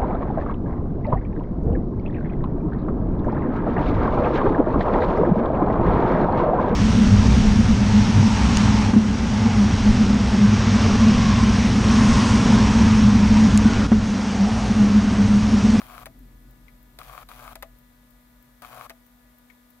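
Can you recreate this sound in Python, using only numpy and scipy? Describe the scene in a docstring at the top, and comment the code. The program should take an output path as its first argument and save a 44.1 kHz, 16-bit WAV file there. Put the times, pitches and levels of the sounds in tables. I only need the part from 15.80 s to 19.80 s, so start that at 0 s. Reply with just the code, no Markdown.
"""A small thermal printer feeds four lines of text in a workshop, close to a stereo microphone, on its left.
For each line a stepper motor buzzes through rattling gears while the paper rasps past the print head;
after three of the lines the motor lets go and the mechanism snaps back, clacking. The electronics hum.
Far off, something like an engine rumbles; soft hiss, two taps and a regular high tick lie behind."""
import sys
import numpy as np
from scipy import signal
from scipy.fft import rfft, irfft
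from scipy.io import wavfile

SR = 44100
rng = np.random.default_rng(int(sys.argv[2]) if len(sys.argv) > 2 else 0)


def transcribe(signal):
    """Save signal, clipped to [-1, 1], as a 16-bit WAV file at the path in sys.argv[1]."""
    frames = np.atleast_2d(signal).T
    limited = np.clip(frames, -1, 1)
    pcm = np.round(limited * 32767).astype(np.int16)
    wavfile.write(sys.argv[1], SR, pcm)


N = 176400

# printed lines: start_s, motor_db, engaging_tick_db, knock_offset_db
LINES = [(-.0105, -50, -45, -1), (1.188, -50.5, -34, -0.5), (1.4882, -50, -40, -2),
         (2.8206, -48, -37.5, -0.5)]
CYCLE_HZ = 121.9   # the motor makes four steps per cycle


def motor():
    """Steps and loose gear teeth strike the case; harmonics of the motor's cycle add a clean whine."""
    # strength of the four steps: level_db
    step_db = [-10, -15.5, -12, -4.5]
    # load on the gears along a line: after_start_s, level_db
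    load = [(0, 2), (.06, -8), (.11, 0), (.17, 1.5), (.215, -2.5), (.247, 1.5)]
    # resonances of the case: frequency_hz, gain_db
    case = [(200, -14), (420, -20), (540, -2), (620, 3.5), (730, 3.5), (910, -7), (1080, 2.5), (1270, 5.5),
            (1500, -5), (2000, -20), (2230, -13), (2500, -23), (3600, -27), (6000, -27), (16000, -28)]
    # whine: cycle_multiple, level_db
    harmonics = [(1, -13), (2, -10), (5, -11), (6, -8.5), (7, -15.5), (9, -8), (13, -20)]
    jitter_s, spread_db, rattles_per_s = .00013, 2, 700
    t = clock()
    step = np.arange(int(4 * CYCLE_HZ * N / SR))
    late, hard = rng.standard_normal((N // 20, 2))[:len(step)].T
    step_gain = from_db(np.array(step_db)[step % 4] + spread_db * hard)
    steps = clicks(step / (4 * CYCLE_HZ) + jitter_s * late, step_gain)
    teeth = rng.random(N) < rattles_per_s / SR
    rattle = teeth * from_db(3 * rng.standard_normal(N)) * rng.choice([-1, 1], N)
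    strikes = rms_one(steps - steps.mean() + from_db(-2) * rattle * steps.std() / rattle.std())
    effort = sum(running(s) * from_db(db + curve(load, t - s)) for s, db, *_ in LINES)
    whine = sum(from_db(db) * sine(m * CYCLE_HZ * t + rng.random()) for m, db in harmonics)
    return colour(effort * strikes, case) + effort * whine


def running(start_s, line_s=0.2439, release_s=0.005):
    """1 while a line is fed, then a quick release."""
    t = clock() - start_s
    return (t >= 0) * np.exp(-np.clip((t - line_s) / release_s, 0, 20))


def paper():
    """The paper rasps past the head, pulsing with the motor."""
    # friction noise: frequency_hz, gain_db
    rasp = [(1000, 6), (2500, 4), (4000, 3), (5200, -3.5), (6500, -5), (8300, -1), (10000, -.5),
            (12000, 4.5), (15000, 3), (16000, -3)]
    feed = sum(running(s) for s, *_ in LINES)
    pulse = 1 + .35 * np.sin(2 * np.pi * CYCLE_HZ * clock())
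    grain = rms_one(from_db(2.8 * drift(800)))
    return from_db(-53.4) * colour(feed * pulse * grain * rng.standard_normal((2, N)), rasp)


def gear_knocks():
    """A sharp tick as the motor engages, then dull knocks at the same places in every line."""
    # gear knocks: after_start_s, level_db
    knocks = [(.018, -27), (.0275, -16.5), (.1075, -27), (.1102, -22), (.1475, -26), (.162, -24),
              (.1905, -14), (.2012, -26), (.2295, -26.5), (.2435, -24)]
    # spectrum of a knock: frequency_hz, gain_db
    spectrum = [(380, -23), (700, -5), (860, -13), (1050, -2), (1260, 6.5), (1550, -9), (1950, -16),
                (2230, -8), (2700, -18), (3900, -19), (6500, -34), (16000, -33)]
    ticks = snaps([(s, db) for s, _, db, _ in LINES])
    hits = [(s + after, db + offset_db) for s, _, _, offset_db in LINES for after, db in knocks]
    times, db = np.transpose(hits)
    return ticks + colour(clicks(times, from_db(db)), spectrum)


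def clacks():
    """The mechanism snaps back brightly, then a duller rebound sets the housing ringing."""
    # clacks: start_s, snap_db, rebound_delay_s, rebound_db, ring_db
    events = [(0.2576, -31.5, 0.0067, -38.5, -44), (1.7551, -31.5, 0.0029, -42, -44),
              (1.8249, -30, 0.00386, -35.5, -40), (3.0966, -33.5, 0.006, -37.5, -43.5)]
    # spectrum of the rebound: frequency_hz, gain_db
    spectrum = [(300, -13), (580, 10.5), (900, 4.5), (1300, 5), (2000, 3), (3500, -9), (6000, -14),
                (16000, -16)]
    # modes of the housing: pitch_hz, level_db, t60_s
    housing = [(520, -12, .12), (598, -1, .07), (662, -2, .15), (805, -13, .13), (1244, -11, .11)]
    s, snap_db, delay, rebound_db, ring_db = np.transpose(events)
    t = clock()[:SR // 2]
    modes = sum((-1) ** k * from_db(db) * dying(t, t60) * np.sin(2 * np.pi * hz * t)
                for k, (hz, db, t60) in enumerate(housing))
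    ring = signal.fftconvolve(clicks(s + delay, from_db(ring_db)), modes)[:N]
    snap = snaps(list(zip(s, snap_db)))
    rebound = bursts(zip(s + delay, rebound_db), spectrum, t60_s=0.04, shared=0.77)
    return snap + rebound + ring


def snaps(rows):
    """For each (start_s, level_db): a hard impact, a short crunch and a faint sizzling tail."""
    # spectrum of a snap: frequency_hz, gain_db
    spectrum = [(300, 3.5), (650, -1), (1300, 5), (2100, 4.5), (2800, -5), (3900, 8.5), (5500, -8.5),
                (9000, -2), (12700, 1.5), (16000, 3)]
    s, db = np.transpose(rows)
    tail = bursts(zip(s, db - 19), spectrum, t60_s=.06, shared=0.15)
    crunch = bursts(rows, spectrum, t60_s=0.016, shared=0.96)
    impact = colour(clicks(s, from_db(db + 4)), spectrum)
    return crunch + impact + tail


def at_microphone(x):
    """Nearby surfaces scatter the treble and the room answers; the left side is louder and earlier."""
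    # balance of the printer: frequency_hz, left_minus_right_db
    balance = [(200, 2), (700, 7.5), (1100, 10), (1450, 8.5), (2200, 10), (3400, 5), (8000, 0),
               (15000, 5.5)]
    # scattered treble: left_db, right_db
    scatter_db = [-8, 1]
    right_delay_s = .0001
    treble = signal.sosfilt(signal.butter(2, 2000, "high", fs=SR, output="sos"), x)
    x = x + from_db(scatter_db)[:, None] * reflections(treble, t60_s=.015)
    x = x + from_db(-17) * reflections(x, t60_s=.12)
    left, right = irfft(rfft(x, 2 * N) * pan(per_bin(balance)))[:, :N]
    return np.array([left, np.interp(clock() - right_delay_s, clock(), right)])


def hum(pitch_hz=244.3, waver=0.0028):
    """Steady electrical hum; its thin overtones flutter more the higher they lie."""
    # hum: pitch_multiple, level_db, left_minus_right_db
    harmonics = [(1, -60.5, 3), (2, -80.5, 7.5), (3, -88, -5), (4, -78, -4), (5, -81, 20.5), (6, -80, 9.5),
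                 (7, -79.5, 18), (8, -82, 18), (9, -93, 22)]
    turns = np.cumsum(pitch_hz * (1 + waver * drift(29))) / SR
    return sum(pan(side_db) * from_db(db + .6 * np.sqrt(m) * drift(12)) * sine(m * turns + rng.random())
               for m, db, side_db in harmonics)


def rumble():
    """Something like an engine far off: low, beating tones and dull noise that fade halfway through."""
    # low tones: pitch_hz, level_db, share_of_swell, waver_hz
    partials = [(43.2, -56, 1, 1.55), (51.05, -61.5, 0.54, 1.14), (127.3, -65.5, 0.97, 2.37),
                (164.8, -77.5, 0.39, 4.25)]
    # swell of the tones: time_s, level_db
    tone_swell = [(0, 1.5), (.35, 5.5), (.7, 5), (1.1, 0.5), (1.75, 2), (2.2, -5.5), (3, -8), (3.5, -9),
                  (4, -19)]
    # swell of the noise: time_s, level_db
    noise_swell = [(0, -2), (.25, 3), (.41, 2), (.65, 1), (1.1, -2.5), (1.8, -5), (2.3, -8.5), (4, -9.5)]
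    # dull noise: frequency_hz, gain_db
    spectrum = [(28, -18), (45, -2), (65, -4.5), (90, 4.5), (150, 2), (270, 1.5), (400, -8), (900, -36.5)]
    swell_db = curve(tone_swell, clock())
    tones = 0
    for hz, db, share, waver_hz in partials:
        gain = from_db(db + share * swell_db + 2.4 * drift(5.1))
        tones += gain * sine(np.cumsum(hz + waver_hz * drift(11)) / SR)
    noise = colour(rng.standard_normal(N) + 0.41 * rng.standard_normal((2, N)), spectrum)
    return pan(1.5) * (tones + from_db(-60.5 + curve(noise_swell, clock())) * noise)


def moan(waver_hz=7):
    """A low tone swells out of the rumble and sinks in pitch."""
    # course of the moan: time_s, pitch_hz, level_db
    glide = [(.2, 300, -75), (.28, 280, -60), (.34, 270, -66), (.41, 255, -56), (.47, 228, -62),
             (.56, 205, -76)]
    s, hz, db = np.transpose(glide)
    t = clock()
    turns = np.cumsum(np.interp(t, s, hz) + waver_hz * drift(35)) / SR
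    envelope = from_db(np.interp(t, s, db)) * (t > s[0]) * (t < s[-1])
    return pan(1.4) * envelope * sine(turns)


def room_tone():
    """Soft, wide hiss; well to the left, two faint taps and a regular treble tick."""
    # hiss: frequency_hz, gain_db
    hiss_colour = [(20, -10), (100, 14.5), (250, -1), (400, 3), (540, 9), (600, 15.5), (680, 10),
                   (1200, 7.5), (2000, 4), (2220, 6), (2450, 2), (3100, 0.5), (3500, 3.5), (5200, -2.5),
                   (9500, -2), (12500, 3), (14300, 5.5), (16000, -7.5)]
    # taps further off: start_s, level_db
    tap_hits = [(.881, -54), (3.699, -52.5)]
    # spectrum of a tap: frequency_hz, gain_db
    tap_colour = [(500, -29), (1200, -5), (1750, -6), (2200, 8.5), (2800, -13.5), (8000, -25.5)]
    # spectrum of a tick: frequency_hz, gain_db
    tick_colour = [(6000, -17), (11000, -9), (14500, 7), (16000, -2)]
    tick_every_s, tick_db = .3195, -56.5
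    noise = rms_one(0.3 * rng.standard_normal(N) + rng.standard_normal((2, N)))
    hiss = from_db(-62) * pan(1.5) * colour(noise, hiss_colour)
    taps = bursts(tap_hits, tap_colour, t60_s=.055, shared=1)
    tick_hits = [(s, tick_db) for s in np.arange(.07, N / SR, tick_every_s)]
    ticks = bursts(tick_hits, tick_colour, t60_s=0.028, shared=0.3)
    return hiss + pan(19) * (taps + ticks)


def from_db(db):
    """Decibels to gain."""
    return 10 ** (np.asarray(db) / 20)


def rms_one(x):
    """Scale to rms 1."""
    return x / np.sqrt(np.mean(x ** 2) + 1e-20)


def clock():
    """Time of every sample in seconds."""
    return np.arange(N) / SR


def sine(turns):
    """A sine of rms 1 from its phase in turns."""
    return np.sqrt(2) * np.sin(2 * np.pi * turns)


def pan(db):
    """Left and right gains for a level difference, left minus right."""
    return from_db(np.array([[.5], [-.5]]) * db)


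def curve(rows, at):
    """Straight lines through the rows."""
    return np.interp(at, *np.transpose(rows))


def per_bin(spectrum):
    """A spectrum's dB at every bin of a transform of length 2 N."""
    hz, db = np.transpose(spectrum)
    return np.interp(np.log(np.arange(N + 1) * SR / (2 * N) + 1), np.log(hz), db)


def colour(x, spectrum):
    """Minimum-phase filter with the spectrum's shape and a power gain of 1."""
    cepstrum = irfft(np.log(rms_one(from_db(per_bin(spectrum)))))
    cepstrum[1:N] *= 2
    cepstrum[N + 1:] = 0
    return irfft(rfft(x, 2 * N) * np.exp(rfft(cepstrum)))[..., :N]


def drift(rate_hz):
    """Random wander of rms 1, mostly slower than the rate."""
    hz = np.arange(N + 1) * SR / (2 * N)
    return rms_one(irfft(rfft(rng.standard_normal(2 * N)) / (1 + (hz / rate_hz) ** 2))[:N])


def dying(t, t60_s):
    """Exponential decay from t = 0."""
    return (t >= 0) * np.exp(-np.log(1000) * np.clip(t / t60_s, 0, 10))


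def clicks(times, gains):
    """Single impulses."""
    out, at = np.zeros(N), (np.asarray(times) * SR).astype(int)
    inside = (at >= 0) & (at < N)
    np.add.at(out, at[inside], np.asarray(gains)[inside])
    return out


def bursts(rows, spectrum, t60_s, shared):
    """Quickly dying noise for each (start_s, level_db); both sides have a share of it in common."""
    envelope = sum(from_db(db) * dying(clock() - s, t60_s) for s, db in rows)
    noise = np.sqrt(shared) * rng.standard_normal(N) + np.sqrt(1 - shared) * rng.standard_normal((2, N))
    return colour(envelope * noise, spectrum)


def reflections(x, t60_s):
    """Dense dying reflections, different on each side; power gain 1."""
    t = clock()[:SR // 2]
    tail = rng.standard_normal((2, len(t))) * dying(t, t60_s)
    tail /= np.sqrt(np.sum(tail ** 2, axis=1, keepdims=True))
    return signal.fftconvolve(x, tail, axes=1)[:, :N]


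def scene():
    """The printer close up, over its hum, the distant rumble and the workshop's room tone."""
    printer = motor() + paper() + gear_knocks() + clacks()
    return at_microphone(printer) + hum() + rumble() + moan() + room_tone()


def record(dry):
    """The deepest bass and the top are cut steeply."""
    low_cut_hz, high_cut_hz = 34.6, 15850
    dry = signal.sosfilt(signal.butter(6, low_cut_hz, "high", fs=SR, output="sos"), dry)
    lowpass = signal.firwin(255, high_cut_hz, fs=SR, window="blackman")
    return signal.fftconvolve(dry, lowpass[None], "same", axes=1)


dry = scene()
out = record(dry)
transcribe(out)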